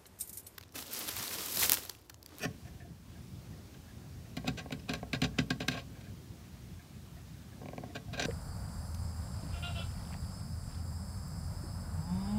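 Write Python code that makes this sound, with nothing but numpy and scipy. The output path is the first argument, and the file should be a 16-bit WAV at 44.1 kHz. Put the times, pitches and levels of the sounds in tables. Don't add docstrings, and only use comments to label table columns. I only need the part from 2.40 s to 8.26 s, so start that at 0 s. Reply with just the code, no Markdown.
import sys
import numpy as np
from scipy import signal
from scipy.io import wavfile
from scipy.ndimage import uniform_filter1d

SR = 44100
rng = np.random.default_rng(int(sys.argv[2]) if len(sys.argv) > 2 else 0)


def persist_wave(psi):
    counts = np.round(np.clip(psi, -1, 1) * 32767).astype(np.int16)
    wavfile.write(sys.argv[1], SR, np.atleast_2d(counts).T)


def gain_from_decibels(decibels):
    exponent = np.asarray(decibels, float) / 20
    return 10 ** exponent


N = 258426

# f/Hz, width/Hz, level/dB
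BLADE_MODES = [(1580, 100, 11.5), (1970, 130, 2), (2530, 170, 6), (2720, 160, -13), (2945, 340, 7),
               (2970, 110, 7), (3780, 240, 5), (4200, 160, -7), (4350, 240, -47), (5120, 470, 5.5),
               (5300, 210, -7), (5970, 330, 4.5), (7110, 140, -9), (7000, 220, -1), (7700, 430, -14)]
# f/Hz, width/Hz, level/dB
CARVING_MODES = [(428, 38, 5.5), (559, 60, 4.5), (731, 70, 6), (1085, 40, 1.5), (1600, 61, 1.5),
                 (1628, 150, -17.5), (1944, 19, -4), (2300, 70, -3)]
# f/Hz, width/Hz, level/dB
BENCH_MODES = [(65.3, 7.3, -7), (129.1, 8.5, 2.5), (175.5, 12, -10), (205.1, 12.8, -2), (254, 15, -3),
               (303, 27, -13.5), (229, 76, 4)]


def evened(x):
    return x / np.sqrt(np.mean(x ** 2) + 1e-20)


def read(points, hz):
    f, value = np.transpose(points)
    return np.interp(np.log(hz + 1), np.log(f + 1), value)


def add(mix, s, sound):
    at = round(s * SR)
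    sound = sound[..., max(-at, 0):]
    part = mix[..., max(at, 0):][..., :sound.shape[-1]]
    part += sound[..., :part.shape[-1]]


def ring(modes, seconds=.25):
    t = np.arange(round(seconds * SR)) / SR
    h = np.zeros(len(t))
    for k, (hz, width, db) in enumerate(modes):
        decay = np.sqrt(width) * np.exp(-np.pi * width * t)
        h += (-1) ** k * gain_from_decibels(db) * decay * np.sin(2 * np.pi * hz * t)
    return h / np.linalg.norm(h)


def causal(points, size=1024):
    log_gain = read(points, abs(np.fft.fftfreq(size, 1 / SR))) * np.log(10) / 20
    h = np.fft.ifft(np.exp(np.conj(signal.hilbert(log_gain)))).real[:size // 2]
    return h / np.linalg.norm(h)


def bump(t, centre, width):
    return np.exp(-((t - centre) / width) ** 4)


def hum():
    # f/Hz, level/dB per Hz
    air = [(25, -30), (44, -11.5), (90, 3.5), (156, -1.5), (360, -17), (500, -22.5), (690, -22.5),
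           (900, -26), (2000, -29.5), (5600, -31), (10000, -36.5), (13000, -37), (15700, -37.5),
           (16050, -100)]
    # t/s (centre), half length/s, level/dB
    stirs = [
        (0., 0.1, 5),
        (.45, .12, 5),
        (1.3, .3, 2.5),
        (2.2, .3, 3),
        (3.72, .25, 5.5),
        (5.347, 0.18, 9),
    ]
    frames, hz = N // 256 + 5, np.fft.rfftfreq(1024, 1 / SR)
    t = (np.arange(frames) - 2) * 256 / SR
    a, b, patches = rng.standard_normal((frames, 513, 3)).T
    patches = evened(uniform_filter1d(uniform_filter1d(patches, 12, 0), 14, 1))
    patches /= (1 + hz / 4000)[:, None]
    murmur = np.exp(-np.log((hz + 1) / 380) ** 2 / 0.22)
    stir_db = np.outer(murmur, sum(db * bump(t, s, width) for s, width, db in stirs))
    dip_db = -3.5 * bump(t, 0.54, 0.16)
    z = (a + 1j * b) * gain_from_decibels(read(air, hz)[:, None] + 1.8 * patches + stir_db + dip_db)
    return gain_from_decibels(-48.5) * evened(signal.istft(z, nperseg=1024, noverlap=768)[1][:N])


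def pare(s, db, carving_db, t60, fizz_db):
    rise_s, drag_bench_db = 0.0068, -3.5
    return s, db, carving_db, fizz_db, t60, rise_s, carving_db + drag_bench_db


def nip(s, db, bench_db, fizz_db):
    harder_db, rise_s = db + 22, .0023
    carving_db = -7 - 0.33 * harder_db
    t60 = .04 - .0012 * harder_db
    return s, db, carving_db, fizz_db, t60, rise_s, bench_db


def gripped(drive, modes, grip_db):
    knots = np.arange(0, N / SR + .1, .06)
    sway_db = grip_db * rng.standard_normal((len(knots), len(modes))).T
    weight = gain_from_decibels([db for hz, width, db in modes])
    t = np.arange(N) / SR
    out = np.zeros(N)
    for k, mode in enumerate(modes):
        held = drive * gain_from_decibels(np.interp(t, knots, sway_db[k]))
        out += (-1) ** k * weight[k] * signal.oaconvolve(held, ring([mode], 0.027))[:N]
    return out / np.linalg.norm(weight)


def gouge(cuts, blade_modes, snaps_per_s, spread_db, cutoff, gain_db, jolt_db, rumble_db, crack_db):
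    # f/Hz, level/dB per Hz
    snap_tone = [(1060, -17), (1800, 11), (3990, 5.5), (5360, -12.5), (5960, -14), (6520, -8), (11000, -33),
                 (14300, -68), (22000, -120)]
    # f/Hz, level/dB per Hz
    fizz_tone = [(4000, -11), (8000, -3), (11000, -7.5), (14000, -5), (16200, -15), (16700, -53)]
    snaps = (rng.random(N) < snaps_per_s / SR) * rng.choice([-1., 1.], N)
    snaps = evened(snaps * gain_from_decibels(spread_db * np.minimum(rng.exponential(1, N), 3.5)))
    snaps /= (uniform_filter1d(snaps ** 2, 200) + 0.076) ** 0.25

    lead_s = .02
    t = np.arange(SR // 4) / SR - lead_s
    force, jolt = np.zeros((4, N)), np.zeros(N)
    linger = np.array([[.95], [1.3], [.55], [1.3]])
    for s, db, carving_db, fizz_db, t60, rise, bench_db in cuts:
        loading = (1 + np.tanh(t / (0.58 * max(rise, 2e-4)))) / 2
        bite = loading * gain_from_decibels(-60 * (np.maximum(t, 0) / (linger * max(t60, .01))) ** cutoff)
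        part_db = np.array([[0], [carving_db + 5.5], [fizz_db + 6.0], [bench_db + rumble_db]])
        share = gain_from_decibels(db + gain_db + part_db)
        add(force, s - lead_s, share * bite / bite.max(axis=1, keepdims=True))
        add(jolt, s + 0.0029, -gain_from_decibels(db + bench_db + jolt_db) * signal.windows.hann(60))

    edge, carving, fizz, bench = force * snaps
    out = gripped(edge, blade_modes, grip_db=3.5)
    out += signal.oaconvolve(gain_from_decibels(crack_db) * edge, causal(snap_tone))[:N]
    out += signal.oaconvolve(carving, ring(CARVING_MODES))[:N]
    out += signal.oaconvolve(fizz, causal(fizz_tone))[:N]
    out += signal.oaconvolve(bench + jolt, ring(BENCH_MODES))[:N]
    return out


def shop(x):
    # f/Hz, t60/s
    room_decay = [(100, 0.85), (300, 0.48), (800, 0.22), (2000, 0.11), (8000, 0.18)]
    taps = np.zeros(SR // 2)
    at = np.arange(200, len(taps) - 20, 20)
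    taps[at + rng.integers(0, 20, len(at))] = rng.choice([-1., 1.], len(at))
    hz, t, z = signal.stft(taps, SR, nperseg=256)
    tail = signal.istft(z * gain_from_decibels(-60 * t / read(room_decay, hz)[:, None]), SR, nperseg=256)[1]
    return signal.fftconvolve(x, tail / np.linalg.norm(tail))[:N]


def clock():
    # lateness/s, high ring level/dB, f/Hz, low ring level/dB, length/s
    tock = (.009, -63.5, 1930, -54, .025)
    tick = (0, -62.5, 1700, -60, .035)
    # t/s, high ring level/dB, f/Hz, low ring level/dB, length/s
    rubs = [
        (0.253, -57, 1780, -54, .012),
        (0.269, -55, 1760, -52, .014),
        (.402, -56.5, 1770, -67, .028),
        (.447, -70, 1670, -52, .015),
        (3.55, -64, 1640, -74, .025),
        (5.682, -62, 1600, -44, .016),
    ]
    first_beat_s, beat_s, beats = .389, .3639, 15
    rattles = []
    for k in range(beats):
        late, *voice = (tock, tick)[k % 2]
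        rattles.append((first_beat_s + k * beat_s + late, *voice))
    out, t = np.zeros(N), np.arange(SR // 8) / SR
    for s, db, hz, low_db, length in rattles + rubs:
        rattle = rng.standard_normal(len(t)) * np.exp(-(t / length) ** 2)
        high_case = ring([(hz, 120, 0), (hz * 0.936, 140, -3), (hz * 1.26, 300, -8)], .03)
        low_case = ring([(700, 23, 0)], 0.026)
        add(out, s, gain_from_decibels(db - 1.5) * np.convolve(rattle, high_case))
        add(out, s, gain_from_decibels(low_db - 8.0) * np.convolve(rattle, low_case))
    return out


def knocks():
    # t/s, hollow knock level/dB, f/Hz, hard tip level/dB
    knock_rows = [(2.044, -39.5, 594, -50), (2.259, -41, 746, -57), (2.307, -41, 623, -41.5),
                  (2.629, -36, 700, -48), (5.216, -43, 450, -73), (5.231, -46, 585, -68),
                  (5.258, -42, 575, -47.5), (5.286, -42, 590, -43), (5.332, -40.5, 646, -57),
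                  (5.38, -37, 730, -40.5), (5.436, -39, 670, -56)]
    tip_hz = 2320
    out, blows, ticks = np.zeros(N), np.zeros(N), np.zeros(N)
    t = np.arange(SR // 20) / SR
    for s, db, hz, tip_db in knock_rows:
        hollow = np.sin(2 * np.pi * hz * t) * (1 - np.exp(-t / 0.0012))
        add(out, s, gain_from_decibels(db + 3 - 60 * t / 0.025) * hollow)
        add(out, s, gain_from_decibels(tip_db + 2.5 - 60 * t / 0.012) * np.sin(2 * np.pi * tip_hz * t))
        add(blows, s, gain_from_decibels(db - 1.2) * signal.windows.hann(30))
        add(ticks, s, gain_from_decibels(np.array([tip_db + 8.5])))
    after = ring(CARVING_MODES) + gain_from_decibels(1.5) * ring(BENCH_MODES)
    out += signal.oaconvolve(blows, after)[:N]
    return out + signal.oaconvolve(ticks, ring(BLADE_MODES))[:N]


def scene():
    # t/s, fibre snaps level/dB, carving level over snaps/dB, t60/s
    close_rows = [
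        (.0034, -35, -6, .046),
        (.0164, -32.5, -9, .07),
        (0.029, -28, -10, 0.047),
        (0.0378, -29.5, -8, 0.057),
        (.2483, -50, -8, .04),
        (.2754, -47, -6, .037),
    ]
    # t/s, snaps level/dB, carving level/dB, fizz level/dB, t60/s, rise/s, bench level/dB
    close_nip = (.051, -23, -14, -15, .016, -0.02, -2)
    # f/Hz, width/Hz, level/dB
    close_blade = [(1780, 130, 14), (2150, 200, -10), (2510, 90, 8), (3500, 300, -3), (4640, 140, 3),
                   (5640, 170, 3.5), (6470, 170, 1.5), (7000, 250, -8), (8960, 320, -23)]
    # bench/dB, fizz/dB, tear/dB
    nip_rows = [(1.9682, -28, -5, -14, -26), (2.0783, -24, -5, -14, -22), (2.3211, -28, -5.5, -14, -19),
                (2.4931, -24, -6.5, -22, -12), (2.5344, -22, -19, -17, -13), (2.7318, -19, -11, -20, -9),
                (2.818, -19, -6, -19, -14), (2.9864, -17.5, -5.5, -24, -15), (3.1042, -21, -6, -21, -20),
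                (3.2035, -24, -10, -22, -8), (3.2822, -13, -17, -17.5, -24), (5.7962, -19, -23, -27, -12),
                (5.8226, -24, -15, -26, -5.5), (5.8504, -25.5, -5, -20, -30)]
    # t/s, fibre snaps level/dB, carving level over snaps/dB, t60/s
    pare_rows = [(1.34, -50, -11, 0.04), (2.0536, -45, 4.5, .086), (2.0738, -30, -4, .048),
                 (2.1744, -35, -2.5, 0.069), (2.186, -35, -17, .045), (2.201, -47, 0, 0.041),
                 (2.395, -45.5, -6, 0.024), (2.484, -41.5, 4, .11), (2.5804, -52, -6, .077),
                 (2.838, -24, -6.5, 0.056), (2.979, -43, 9.5, .035), (3.2334, -59, 12, .065),
                 (3.3135, -31, -7.5, 0.11), (3.34, -40, 1, 0.11), (3.371, -36, -5, .059),
                 (3.3906, -41.5, -22, 0.069), (3.562, -60.5, 10, 0.075), (3.608, -47.5, -10, .044),
                 (3.6364, -51.5, -7, 0.14), (5.3004, -58, 4, 0.059), (5.5522, -32.5, 2, 0.035),
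                 (5.5604, -36.5, -15, .042), (5.732, -33, -2, 0.086), (5.775, -34, -0.5, .098)]

    close = [close_nip] + [pare(*row, fizz_db=-14.5) for row in close_rows]
    nips = [nip(*row[:-1]) for row in nip_rows]
    tears = [pare(s + .013, db + tear_db, carving_db=-6, t60=0.049, fizz_db=-24)
             for s, db, _, _, tear_db in nip_rows]
    pares = [pare(*row, fizz_db=-19.5 - 0.23 * (row[1] + 38)) for row in pare_rows]

    work = gouge(close, close_blade, snaps_per_s=5900, spread_db=3.5, cutoff=1.5,
                 gain_db=-12.5, jolt_db=-9.5, rumble_db=-6.0, crack_db=-7.0)
    work += gouge(nips, BLADE_MODES, snaps_per_s=9000, spread_db=6.0, cutoff=1.1,
                  gain_db=-12.5, jolt_db=-2.5, rumble_db=-8.0, crack_db=-1.5)
    work += gouge(tears + pares, BLADE_MODES, snaps_per_s=7000, spread_db=3.5, cutoff=1.5,
                  gain_db=-14.0, jolt_db=-24.0, rumble_db=8.0, crack_db=0.0)
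    work += knocks()
    echo = gain_from_decibels(-13.5) * shop(work)
    return (work + echo + clock() + hum())[None]


def top_cut(x):
    return signal.sosfilt(signal.butter(12, 16650, fs=SR, output="sos"), x)


def record(dry):
    low_cut = signal.butter(6, 47, "high", fs=SR, output="sos")
    mix = signal.sosfilt(low_cut, dry)
    return top_cut(mix)


dry = scene()
out = record(dry)
persist_wave(out)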